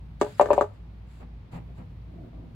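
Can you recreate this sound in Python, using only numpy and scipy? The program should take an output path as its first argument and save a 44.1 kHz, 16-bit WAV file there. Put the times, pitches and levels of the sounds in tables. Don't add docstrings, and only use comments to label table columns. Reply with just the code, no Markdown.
import sys
import numpy as np
from scipy import signal
from scipy.fft import rfft, irfft, next_fast_len
from scipy.io import wavfile
from scipy.ndimage import map_coordinates

SR = 44100
rng = np.random.default_rng(int(sys.argv[2]) if len(sys.argv) > 2 else 0)


def dump_mix(stems):
    frames = np.atleast_2d(stems).T
    limited = np.clip(frames, -1, 1)
    pcm = np.round(limited * 32767).astype(np.int16)
    wavfile.write(sys.argv[1], SR, pcm)


N = 112454

# f/Hz, relative level/dB
HUM_PARTIALS = [(57.3, -4.5), (114.5, -18.5), (165, -19.5)]
RUMBLE_SPECTRUM = [(20, -24), (36, 3), (50, 8), (70, 3), (92, 14.5), (125, 9), (180, 2), (260, -15.5),
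                   (400, -48.5)]
AIR_SPECTRUM = [(120, -11), (200, 6), (360, -4.5), (600, -8.5), (930, -9.5), (1600, -17.5), (2200, -17.5),
                (4350, -25.5), (6000, -36), (9200, -49.5), (11500, -43.5), (16000, -81.5)]
# t/s, relative level/dB
HUM_ENVELOPE = [(0.0, -46), (0.16, -42.5), (0.33, -57.5), (0.43, -49), (0.62, -43), (0.69, -61),
                (0.81, -42.5), (1.11, -47), (1.37, -42), (1.49, -55), (1.65, -42), (1.91, -49.5),
                (1.99, -42), (2.24, -46.5), (2.27, -58), (2.36, -41.5), (2.43, -42.5), (2.55, -59)]
RUMBLE_ENVELOPE = [(0.0, -45), (0.4, -48), (0.6, -42.5), (0.62, -49), (0.98, -47), (1.51, -50), (1.55, -44),
                   (2.43, -48), (2.55, -45)]
# f/Hz, coherence
COHERENCE = [(60, 0.93), (130, 0.97), (290, 0.78), (640, 0.098), (1400, 0.053), (7000, 0.051)]

# f/Hz, relative level/dB
COMBED_HISS = [(500, -11), (1500, 8.5), (3000, 2.5), (4500, 2), (5600, -11), (6700, -2.5), (7700, 1),
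               (8500, -9), (9200, -31), (10200, -3), (12000, -9.5), (13600, -21), (15300, -13)]
COMBED_GRIT = [(300, -25), (1200, 14.5), (2500, 5.5), (4200, -3), (5400, -7.5), (6600, -1.5), (7700, -0.5),
               (8500, -6), (9200, -30), (10300, -11), (12000, -12.5), (13600, -45.5), (15500, -15)]

# t/s, attack/s, hold/s, release/s, level/dB
RUSTLE_STROKES = [(0.196, 0.0064, 0.097, 0.29, -55), (0.376, 0.0067, 0.23, 0.11, -59.5),
                  (0.73, 0.0092, 0.0083, .05, -74.5), (1.056, 0.058, 0.099, .05, -67),
                  (1.513, 0.0055, 0.05, .04, -61.5), (1.746, 0.026, .015, .08, -68.5)]
# t/s, attack/s, hold/s, release/s, boom/dB, rub/dB, scratch/dB
ROD_STROKES = [(1.191, 0.018, 0.022, 0.047, -48, -60, -52), (1.509, 0.036, 0.035, 0.051, -38.5, -65, -46.5),
               (1.673, 0.022, .015, 0.076, -50, -60.5, -61.5),
               (1.767, 0.015, 0.031, 0.051, -44, -62, -55.5), (2.027, 0.17, 0.082, 0.035, -50, -49, -80),
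               (2.328, 0.002, 0.12, 0.089, -47.5, -54.5, -74.5), (2.53, .015, .02, .05, -54.5, -74.5, -67)]
# t/s, relative level/dB
ROD_BUMPS = [(1.222, -34), (1.5345, -28), (1.5585, -27.5), (1.808, -38), (2.342, -40.5)]
# f/Hz, level/dB, T60/s
TANK_MODES = [(168, 1.5, 0.243), (243.1, -4, 0.297), (311.8, -15, 0.27), (491, -13.5, 0.23),
              (780, -17, 0.12), (944, -21.5, 0.12), (1129, -21, .09)]
# f/Hz, relative level/dB
RUB_SPECTRUM = [(100, -32.5), (260, 7), (330, 8), (500, -10), (680, 3), (1000, -45), (1600, -32.5),
                (4000, -47.5)]
SCRATCH_SPECTRUM = [(150, -25), (450, 6), (900, 3), (1500, -8), (2500, -9.5), (3500, -23), (4500, -26.5),
                    (6000, -42), (14000, -41)]
BUMP_SPECTRUM = [(120, 0), (250, -3.5), (500, -5), (900, 0.5), (2000, -12)]

# delay/s, left level/dB, right level/dB
WALL_ECHOES = [(.0068, -23.5, -15.5), (.0142, -13, -14), (.0315, -23.5, -15.5), (.0515, -31, -32.5)]
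# f/Hz, T60/s
PATIO_DECAY = [(150, .28), (600, .3), (2000, .28), (6000, .2), (14000, .11)]

# f/Hz, relative level/dB
RATTLE_SPECTRUM = [(1200, -25), (1900, -9), (2550, 0), (3000, -8.5), (3700, -16), (4300, -16),
                   (6000, -42.5)]
FORCE_SPECTRUM = [(60, -39), (160, -11), (300, -5), (500, 5), (1000, 1), (1500, -2), (2500, -13),
                  (4000, -9.5), (8000, -13), (16000, -30)]
# f/Hz, level struck on the tread/dB, level struck on the rim/dB, T60/s
WHEEL_MODES = [(317, -15, -44, 0.24), (394, -13, -20, 0.035), (420.6, -7, -6.5, 0.22),
               (564.5, -12.5, -10, 0.099), (592.8, -4.5, -1, 0.14), (655.5, -4.5, -7.5, 0.21),
               (737.6, -6.5, -8, 0.1), (834.6, -8.5, -13, .12), (874.7, -5, -7.5, 0.085),
               (944, -1.5, -2.5, 0.067), (1022, -14.5, -8.5, 0.12), (1157, -2.5, -14, 0.058),
               (1525, -10.5, -15.5, .08), (1756, -14.5, -11, 0.075)]
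# t/s, level/dB, extra bass/dB, extra treble/dB, spot f/Hz, spot flex/dB, grit/dB
TREAD_IMPACTS = [(.2128, -6.5, 5, 3, 386, 11, -26), (.2638, -24.5, -0.5, -4.5, 420, 4, -62),
                 (.4110, -3, 1, -2, 700, 4.5, -28.5), (.4583, -19.5, 2.5, 13.5, 490, 17.5, -43),
                 (.4868, -22, 6, -4.5, 480, -11, -55), (.5312, -12, 7, 3.5, 405, -4, -29),
                 (.5680, -29.5, -3.5, 3, 595, 12.5, -42.5), (.6098, -4, 2.5, -2.5, 1220, 8, -31),
                 (.6400, -27.5, -12, -11.5, 570, 9, -59.5)]
# the same columns, then free ringing/s
RIM_IMPACTS = [(.3960, 0, -7.5, -2.5, 835, 6.5, -43.5, 0.016), (.5038, -2.5, -2, -10, 1040, -7, -51, .02),
               (0.5777, -4, -4, -18, 711, 8.5, -51, 0.013)]
# f/Hz, left minus right/dB
LEFT_EXCESS = [(150, -1.5), (380, 1.6), (700, 5), (1300, 3.5), (2400, 8), (8000, -3)]


def amp(db):
    return 10 ** (np.asarray(db) / 20)


def unit(x):
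    return x / np.sqrt(np.mean(x ** 2) + 1e-20)


def along(points, hz):
    f, v = np.transpose(points)
    return np.interp(np.log(hz + 1), np.log(f + 1), v)


def clock():
    return np.arange(N) / SR


def wobble(rate):
    return map_coordinates(rng.standard_normal(int(N * rate / SR) + 4), [clock() * rate])


def filtered(x, response):
    size = next_fast_len(N + SR // 2)
    return irfft(rfft(x, size) * response(np.fft.rfftfreq(size, 1 / SR)), size)[..., :N]


def causal(x, curve_db, size=4096):
    cepstrum = irfft(np.log(amp(curve_db(np.fft.rfftfreq(size, 1 / SR)))))
    cepstrum[1:size // 2] *= 2
    cepstrum[size // 2 + 1:] = 0
    return signal.fftconvolve(x, irfft(np.exp(rfft(cepstrum))))[:len(x)]


def noise(spectrum):
    def response(hz):
        angle = np.arccos(np.clip(along(COHERENCE, hz), -1, 1)) / 2
        return amp(along(spectrum, hz)) * [np.cos(angle), np.sin(angle)]
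    mid, side = filtered(rng.standard_normal((2, N)), response)
    return unit(np.array([mid + side, mid - side]))


def fade(t, t60):
    return (t >= 0) * np.exp(-np.log(1000) * np.abs(t) / t60)


def ring(modes, t):
    return sum(amp(db) * fade(t, t60) * np.sin(2 * np.pi * hz * t) for hz, db, t60 in modes)


def stroke(start, attack, hold, release):
    t = clock() - start
    return np.clip(t / attack, 0, 1) * 10 ** (-np.maximum(t - attack - hold, 0) / release)


def outdoors(wander_rad=0.77, hum_gain_db=0.5):
    t = clock()
    hum = unit(sum(amp(db) * np.sin(2 * np.pi * hz * t + wander_rad * wobble(4.91))
                   for hz, db in HUM_PARTIALS))
    hum *= amp(hum_gain_db + np.interp(t, *np.transpose(HUM_ENVELOPE)))
    rumble = amp(np.interp(t, *np.transpose(RUMBLE_ENVELOPE))) * noise(RUMBLE_SPECTRUM)
    air = amp(-57) * noise(AIR_SPECTRUM)
    return hum + rumble + air


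def rustles():
    envelope = sum(amp(db) * stroke(*shape) for *shape, db in RUSTLE_STROKES)
    return envelope * unit(noise(COMBED_HISS) * amp(1.1 * wobble(250)))


def tread_squeak(peak_s=0.354, half_width_s=0.0085, hz=5060, sag_hz_per_s=3000, flutter_db=4):
    t = clock() - peak_s
    envelope = np.exp(-(t / half_width_s) ** 2) * amp(-59 + flutter_db * wobble(150))
    return envelope * np.sin(2 * np.pi * (hz - sag_hz_per_s * t / 2) * t)


def axle_scuffs(roughness_db=1.5, slips_per_s=180):
    slips = unit(amp(roughness_db * wobble(slips_per_s)))
    boom, rub, scratch = sum(amp(row[4:])[:, None] * stroke(*row[:4]) for row in ROD_STROKES) * slips
    tank = ring(TANK_MODES, clock()[:SR // 2])
    drive = boom * noise([(100, 0.0036), (1000, 0.0048)])
    hollow = signal.fftconvolve(drive, tank[None] / np.linalg.norm(tank), axes=1)[:, :N]
    return hollow + rub * noise(RUB_SPECTRUM) + scratch * noise(SCRATCH_SPECTRUM)


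def axle_bumps():
    blows = np.zeros(N)
    for start, db in ROD_BUMPS:
        blows[round(start * SR)] = amp(db) / 2
    hollow = causal(ring(TANK_MODES, clock()[:SR // 3]), lambda hz: along(BUMP_SPECTRUM, hz))
    return signal.fftconvolve(blows, hollow)[:N]


def patio(x, tail_db=-20.5, scatter_db=-6, scatter_t60_s=.06):
    echoes = filtered(x, lambda hz: sum(amp([[left], [right]]) * np.exp(-2j * np.pi * hz * delay)
                                        for delay, left, right in WALL_ECHOES))
    hz, t, bands = signal.stft(rng.standard_normal((2, SR // 2)), SR, nperseg=256)
    tail = signal.istft(bands * fade(t, along(PATIO_DECAY, hz)[:, None]), SR, nperseg=256)[1]
    t = np.arange(tail.shape[1]) / SR
    scatter = rng.standard_normal(tail.shape) * fade(t - .004, scatter_t60_s)
    response = amp(tail_db) * tail / np.linalg.norm(tail[0])
    response += amp(scatter_db) * scatter / np.linalg.norm(scatter[0])
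    return echoes + signal.fftconvolve(x, response, axes=1)[:, :N]


def hub_rattle(relative_db=-40.5):
    envelope = sum(amp(db + relative_db) * stroke(start, attack=.01, hold=.004, release=.012)
                   for start, db, *_ in RIM_IMPACTS)
    return envelope * unit(noise(RATTLE_SPECTRUM) * amp(3 * wobble(700)))


def grit(attack_s=0.00074, t60_s=.022, tail_db=-13, tail_t60_s=0.1, grain_db=3.5, grains_per_s=1800):
    envelope = np.zeros(N)
    for start, *_, db in TREAD_IMPACTS + [hit[:-1] for hit in RIM_IMPACTS]:
        t = clock() - start
        decay = fade(t, t60_s) + amp(tail_db) * fade(t, tail_t60_s)
        envelope += amp(db) * decay * np.clip(t / attack_s, 0, 1)
    return envelope * unit(noise(COMBED_GRIT) * amp(grain_db * wobble(grains_per_s)))


def knock(modes, start, db, bass_db, treble_db, spot_hz, flex_db, flex_t60_s=0.017, spread_db=0.7):
    t = clock()[:SR // 5]
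    struck = [(hz, level + spread_db * rng.standard_normal(), t60) for hz, level, t60 in modes]
    body = ring(struck + [(spot_hz, flex_db, flex_t60_s)], t)
    body /= np.abs(body).max()
    hardness = [(341.5, bass_db), (605, 0), (952, 0), (1740, treble_db)]  # f/Hz, level/dB
    impact = causal(body, lambda hz: along(FORCE_SPECTRUM, hz) + along(hardness, hz))
    out = np.zeros(N)
    out[round(start * SR):][:len(t)] = amp(db) * impact
    return out


def wheel(tread_t60_s=.075, flat_s=.642, flat_t60_s=0.045, bend_delay_s=0.00283, bend_hz=750):
    def damping(start, t60):
        return fade(np.maximum(clock() - start, 0), t60)
    tread_modes = [(hz, db, t60) for hz, db, _, t60 in WHEEL_MODES]
    rim_modes = [(hz, db, t60) for hz, _, db, t60 in WHEEL_MODES]
    landings = sum(knock(tread_modes, *hit) for *hit, _ in TREAD_IMPACTS)
    clacks = sum(knock(rim_modes, start, *hit) * damping(start + free_s, tread_t60_s)
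                 for start, *hit, _, free_s in RIM_IMPACTS)
    clatter = (landings + clacks) * damping(flat_s, flat_t60_s)
    clatter = filtered(
        clatter, lambda hz: np.exp(-2j * np.pi * bend_delay_s * bend_hz * np.arctan(hz / bend_hz)))
    sides, left_lead_s = np.array([[.5], [-.5]]), .00006
    return filtered(clatter, lambda hz: amp(sides * along(LEFT_EXCESS, hz))
                    * np.exp(2j * np.pi * hz * sides * left_lead_s))


def scene():
    clatter = wheel() + hub_rattle() + grit()
    return clatter + patio(clatter) + rustles() + tread_squeak() + axle_scuffs() + axle_bumps() + outdoors()


def record(dry):
    return filtered(dry, lambda hz: hz < 15900)


dry = scene()
out = record(dry)
dump_mix(out)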